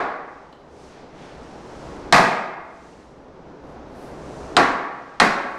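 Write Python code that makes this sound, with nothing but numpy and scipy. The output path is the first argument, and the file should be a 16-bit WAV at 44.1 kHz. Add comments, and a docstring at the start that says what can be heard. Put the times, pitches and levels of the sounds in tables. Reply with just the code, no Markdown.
"""A steel hammer knocks on the hub of a plastic swivel-chair base in a hard-walled workshop.
At first the room still rings from a blow. As an automatic gain control recovers, the room's rumble
swells, the worker's clothes rustle and the loose base ticks once. Three more blows follow, the last
two close together: each cracks at the contact, excites the modes of the hollow legs and reverberates.
The gain ducks at every blow, then slowly lets the rumble and rustling swell back."""
import sys
import numpy as np
from scipy import signal
from scipy.fft import rfft, irfft, next_fast_len
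from scipy.io import wavfile
from scipy.ndimage import uniform_filter1d, minimum_filter1d, map_coordinates

SR = 44100
rng = np.random.default_rng(int(sys.argv[2]) if len(sys.argv) > 2 else 0)


def unload_audio(sound):
    """Save the sound as a 16-bit wav file, at the path given as the first command line argument."""
    columns = np.transpose(np.atleast_2d(sound))
    # keep every value between -1 and 1, then stretch to whole-number steps
    steps = np.round(np.clip(columns, -1, 1) * 32767)
    wavfile.write(sys.argv[1], SR, steps.astype(np.int16))


N = 246078


def amp(db):
    """Amplitude ratio of a level in decibels."""
    return 10 ** (np.asarray(db) / 20)


def unit(x):
    """Normalisation to rms 1."""
    return x / np.sqrt(np.mean(x ** 2) + 1e-20)


def along(points, hz):
    """Interpolation of (frequency, value) points on a logarithmic frequency axis."""
    frequencies, values = np.transpose(points)
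    return np.interp(np.log(hz + 1), np.log(frequencies + 1), values)


def fade(t, t60):
    """Exponential decay: 60 dB are lost in t60 seconds."""
    return np.exp(-np.log(1000) * t / t60)


def filtered(x, response):
    """Linear filtering: the spectrum is multiplied by a frequency response."""
    size = x.shape[-1]
    padded = next_fast_len(size + SR // 4)
    hz = np.fft.rfftfreq(padded, 1 / SR)
    return irfft(rfft(x, padded) * response(hz), padded)[..., :size]


def noise(spectrum, size):
    """Spectral shaping: white noise takes on the given relative levels, at rms 1."""
    return unit(filtered(rng.standard_normal(size), lambda hz: amp(along(spectrum, hz))))


def add(track, start_s, sound):
    """Superposition of a sound on the track; it may begin before time zero."""
    start = round(start_s * SR)
    part = sound[max(-start, 0):N - start]
    track[max(start, 0):][:len(part)] += part


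def echo(x, t60):
    """Diffuse reflection: convolution with decaying noise of unit energy."""
    tail = rng.standard_normal(len(x)) * fade(np.arange(len(x)) / SR, t60)
    return signal.fftconvolve(x, tail / np.linalg.norm(tail))[:len(x)]


# Steel striking plastic. Each row: frequency in Hz, relative spectral level in dB.
CRACK_SPECTRUM = [(200, -32), (1000, 8), (2600, 4), (4200, 6), (6000, -6), (8300, -6), (10500, -28.5),
                  (16000, -41)]

def crack(t, rise_s=0.0003, t60=0.036):
    """Impact: a brief contact radiates a broadband burst."""
    onset = np.minimum(t / rise_s, 1)
    return noise(CRACK_SPECTRUM, len(t)) * onset * fade(t, t60)


def strike_colour(hz, hollow_db, clack_db, thump_db, tilt_db_per_octave, hub_hz=700):
    """Selective excitation: where and how hard the head lands weights each range of frequency."""
    def hump(centre_hz, octaves):
        return np.exp(-(np.log2((hz + 1) / centre_hz) / octaves) ** 2)
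    hollow = hollow_db * hump(hub_hz, octaves=0.435)
    clack = clack_db * hump(1100, octaves=0.25)
    thump = thump_db * hump(178, octaves=0.55)
    treble = tilt_db_per_octave * np.maximum(np.log2((hz + 1) / hub_hz), 0)
    return amp(hollow + clack + thump + treble)


# Modes of the plastic base. Each row: frequency in Hz, level in dB, t60 in seconds.
LEG_MODES = [(134, -14.5, 0.23), (178.4, 0, 0.086), (267, 4, 0.11), (293, -1, 0.089), (388, -9, 0.082),
             (481.1, 1.5, 0.2), (590, -14, 0.052), (697.4, 3.5, 0.13), (725, 6, 0.14), (827, 2.5, 0.17),
             (930, -6.5, 0.19), (959, -5, 0.18), (1128, 5, 0.25), (1159, 4.5, 0.12), (1230, 2, 0.11),
             (1270, -3.5, 0.17), (1410, -16, .15), (1635, -4, .2), (1600, 0.5, 0.12), (1720, -1.5, 0.14),
             (1850, -8.5, 0.14), (1930, -1.5, 0.16), (2130, -5, 0.091), (2450, -10, 0.26),
             (2710, -18.5, .13)]

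def leg_ring(t, tone, scatter_db=3.5, swell_s=0.0042):
    """Free vibration: damped modes sound with new strengths and phases at every blow."""
    hz, db, t60 = np.transpose(LEG_MODES)[:, :, None]
    strength = amp(db + scatter_db * rng.standard_normal(hz.shape)) * strike_colour(hz, *tone)
    phase = rng.random(hz.shape)
    modes = strength * fade(t, t60) * np.sin(2 * np.pi * (hz * t + phase))
    ring = modes.sum(axis=0) * (1 - np.exp(-t / swell_s))
    return ring + amp(-2) * echo(ring, t60=1.0)  # the walls hold the tones longer than the plastic


def ripple(hz, spacing_hz=55, depth_db=2.0, overlap_hz=4000):
    """Modal overlap: a blow feeds crowded modes unevenly, but the high ones merge and even out."""
    uneven = map_coordinates(rng.standard_normal(512), [hz / spacing_hz], mode="wrap")
    return amp(depth_db * uneven / np.hypot(1, hz / overlap_hz))


# Dense ring of base and room. 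Each row: frequency in Hz, relative spectral level in dB.
DENSE_SPECTRUM = [(30, -16.5), (100, -24), (175, -10), (550, -9), (730, -6), (1150, -3.5), (1900, -8.5),
                  (2500, -14.5), (2950, -22), (4200, -19.5), (5600, -24.5), (8200, -31.5), (11000, -39.5),
                  (16000, -53)]
# Reverberation time of the workshop. Each row: frequency in Hz, t60 in seconds.
ROOM_T60 = [(100, 0.68), (300, 1), (800, 1), (2300, 0.86), (4000, 0.67), (8000, 0.53), (14000, 0.36)]
# The base's short clatter. Each row: frequency in Hz, initial level over the room's tail in dB.
CLATTER_LEVELS = [(100, 14.5), (500, 6), (1200, -1.5), (2200, 4), (4000, 3.5), (10000, -4)]

def reverberation(t, tone, clatter_t60=0.29, build_s=0.00051, build_cycles=3.6):
    """Crowded modes of base and room behave as noise: lows build up slowly, highs die first."""
    centres = np.geomspace(40, 16000, 19)
    def band_weights(hz):
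        return np.array([along(np.c_[centres, band], hz) for band in np.eye(len(centres))])
    dense = unit(filtered(noise(DENSE_SPECTRUM, len(t)), ripple))
    bands = filtered(dense, lambda hz: band_weights(hz) * strike_colour(hz, *tone))
    band_hz = centres[:, None]
    tail = fade(t, along(ROOM_T60, band_hz))
    clatter = amp(along(CLATTER_LEVELS, band_hz)) * fade(t, clatter_t60)
    decay = np.hypot(tail, clatter)  # incoherent sounds add in power
    build_up = 1 - np.exp(-t / (build_s + build_cycles / band_hz))
    return np.sum(bands * decay * build_up, axis=0)


# Hammer blows. Each row: start in seconds, level in dB, boosts in dB of the hub's hollow tone, of the
# legs' clack and of their thump on the floor, treble tilt in dB per octave.
HAMMER_BLOWS = [(-0.16, 2, 2, 2.5, -9.5, -2.5), (2.1246, 4, 4, -1.5, 4.5, 0.8),
                (4.5666, 3.5, -1.5, 0, -3, -1.5), (5.1998, 1.5, 0, 0.5, -1, -0.5)]

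def hammer(crack_db=7.0, legs_db=-7.0, room_db=2.0):
    """Impulsive excitation: each blow cracks, rings the hollow legs and fills the room."""
    track, t = np.zeros(N), np.arange(SR * 5 // 4) / SR
    for start_s, db, *tone in HAMMER_BLOWS:
        contact = amp(crack_db) * crack(t)
        legs = amp(legs_db) * leg_ring(t, tone)
        room = amp(room_db) * reverberation(t, tone)
        add(track, start_s, amp(db) * (contact + legs + room))
    return track


def wobble(knots_per_s):
    """Smooth random modulation: a spline through Gaussian values."""
    knots = rng.standard_normal(int(N * knots_per_s / SR) + 4)
    return map_coordinates(knots, [np.arange(N) * knots_per_s / SR])


# The workshop's rumble and quiet air. Each row: frequency in Hz, relative spectral level in dB.
RUMBLE_SPECTRUM = [(20, -5.5), (42, -4.5), (68, 3), (97, -11.5), (133, 0), (210, -2), (270, 0.5), (450, 0),
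                   (850, -6), (1500, -15), (2800, -29.5), (6000, -36), (10000, -56), (15000, -74)]
AIR_SPECTRUM = [(800, 9), (1800, 6), (3500, 2), (6000, -2), (8500, -15), (11000, -23), (13000, -32.5),
                (15500, -44)]

def background(rumble_db=-35.5, waver_db=0.6, hiss_db=-56):
    """Ambient noise: a slightly wavering rumble and a faint, even hiss."""
    rumble = amp(rumble_db + waver_db * wobble(knots_per_s=14)) * noise(RUMBLE_SPECTRUM, N)
    return rumble + amp(hiss_db) * noise(AIR_SPECTRUM, N)


# Brushing cloth. Each row: frequency in Hz, relative spectral level in dB.
CLOTH_SPECTRUM = [(800, 8), (1800, 6.5), (3500, 1.5), (6000, -0.5), (8500, -8), (11000, -17.5),
                  (13000, -33), (15500, -41)]
# Sleeves and shoes brush as the worker turns the base and lifts the hammer. Each row: middle in
# seconds, width at half amplitude in seconds, level in dB, treble sheen in dB, its corner in Hz.
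BRUSH_STROKES = [(0.333, 0.46, -46, -4, 6000), (0.84, 0.21, -47, 5.5, 4500), (0.97, 0.2, -42.5, -9.5, 6000),
                 (1.249, 0.21, -40.5, -6, 4500), (1.46, 0.31, -48.5, -1.5, 6000), (1.8, 0.52, -49, 1, 5000),
                 (2.87, 0.42, -45, 2, 5000), (3.7, .12, -61, 19, 10000), (4.036, 0.16, -53, 26, 10400),
                 (4.379, 0.51, -53, 7, 5500), (5.03, 0.59, -42, -5.5, 6000), (5.558, 0.29, -44, 7, 6000)]

def rustles(steepness=1.8):
    """Friction noise swells and fades with sliding speed; quick, light strokes have more sheen."""
    track, t = np.zeros(N), np.arange(-SR // 2, SR // 2) / SR
    def shelf(hz, corner_hz):
        return 1 - 1 / (1 + (hz / corner_hz) ** 6)
    for middle_s, width_s, db, sheen_db, sheen_hz in BRUSH_STROKES:
        speed = 0.5 ** (np.abs(2 * t / width_s) ** steepness)
        friction = noise(CLOTH_SPECTRUM, len(t))
        brush = filtered(friction, lambda hz: amp(sheen_db * shelf(hz, sheen_hz)))
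        add(track, middle_s + t[0], amp(db) * speed * brush)
    return track


# Tone of the base's tick. Each row: frequency in Hz, relative spectral level in dB.
TICK_SPECTRUM = [(1500, -26.5), (2500, -11.5), (2900, 4), (3500, -9), (4150, 1), (4800, -16), (9000, -31),
                 (15000, -45)]
# The tick of the shifted base. Each row: start in seconds, level in dB.
BASE_TICKS = [(0.527, -34)]

def base_tick(echo_db=-1):
    """Light impact: the loose base ticks as it is shifted, and the room reflects the sound."""
    track, t = np.zeros(N), np.arange(SR // 2) / SR
    for start_s, db in BASE_TICKS:
        tick = noise(TICK_SPECTRUM, len(t)) * fade(t, t60=0.03)
        reflections = amp(echo_db) * echo(tick, t60=0.61)
        add(track, start_s, amp(db) * (tick + reflections))
    return track


def scene():
    """Superposition: the pressures of all sources add at one microphone."""
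    return (hammer() + base_tick() + rustles() + background())[None]


def ducking(excess_db, release_db_per_s):
    """Look-ahead gain reduction: a fast fall by the excess, then recovery at a steady rate."""
    recovered_db = release_db_per_s * np.arange(N) / SR
    cut_db = np.maximum.accumulate(np.maximum(excess_db, 0) + recovered_db, axis=-1) - recovered_db
    look_ahead = SR // 1000  # one millisecond
    return uniform_filter1d(minimum_filter1d(amp(-cut_db), look_ahead), look_ahead)


def gain_control(x, threshold_db=-14, deepest_cut_db=16, start_cut_db=5.0):
    """Compression: a loud blow turns the gain down, and it takes up to two seconds to return."""
    level_db = 20 * np.log10(np.abs(x) + 1e-9)
    excess_db = np.minimum(level_db - threshold_db, deepest_cut_db)
    excess_db[:, 0] = start_cut_db  # still turned down by the blow that rings at the start
    return x * ducking(excess_db, release_db_per_s=8)


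def limiter(x, ceiling_db=-0.4):
    """Peak limiting flattens the head of the hardest blows just under full scale."""
    level_db = 20 * np.log10(np.abs(x) + 1e-9)
    return x * ducking(level_db - ceiling_db, release_db_per_s=500)


def record(dry, cutoff_hz=15800):
    """Dynamic range and bandwidth are narrowed by gain control, limiter and a steep low-pass."""
    fade_in = np.minimum(np.arange(N) / (SR // 250), 1)
    levelled = fade_in * limiter(gain_control(dry))
    return filtered(levelled, lambda hz: 1 / (1 + (hz / cutoff_hz) ** 100))


dry = scene()
out = record(dry)
unload_audio(out)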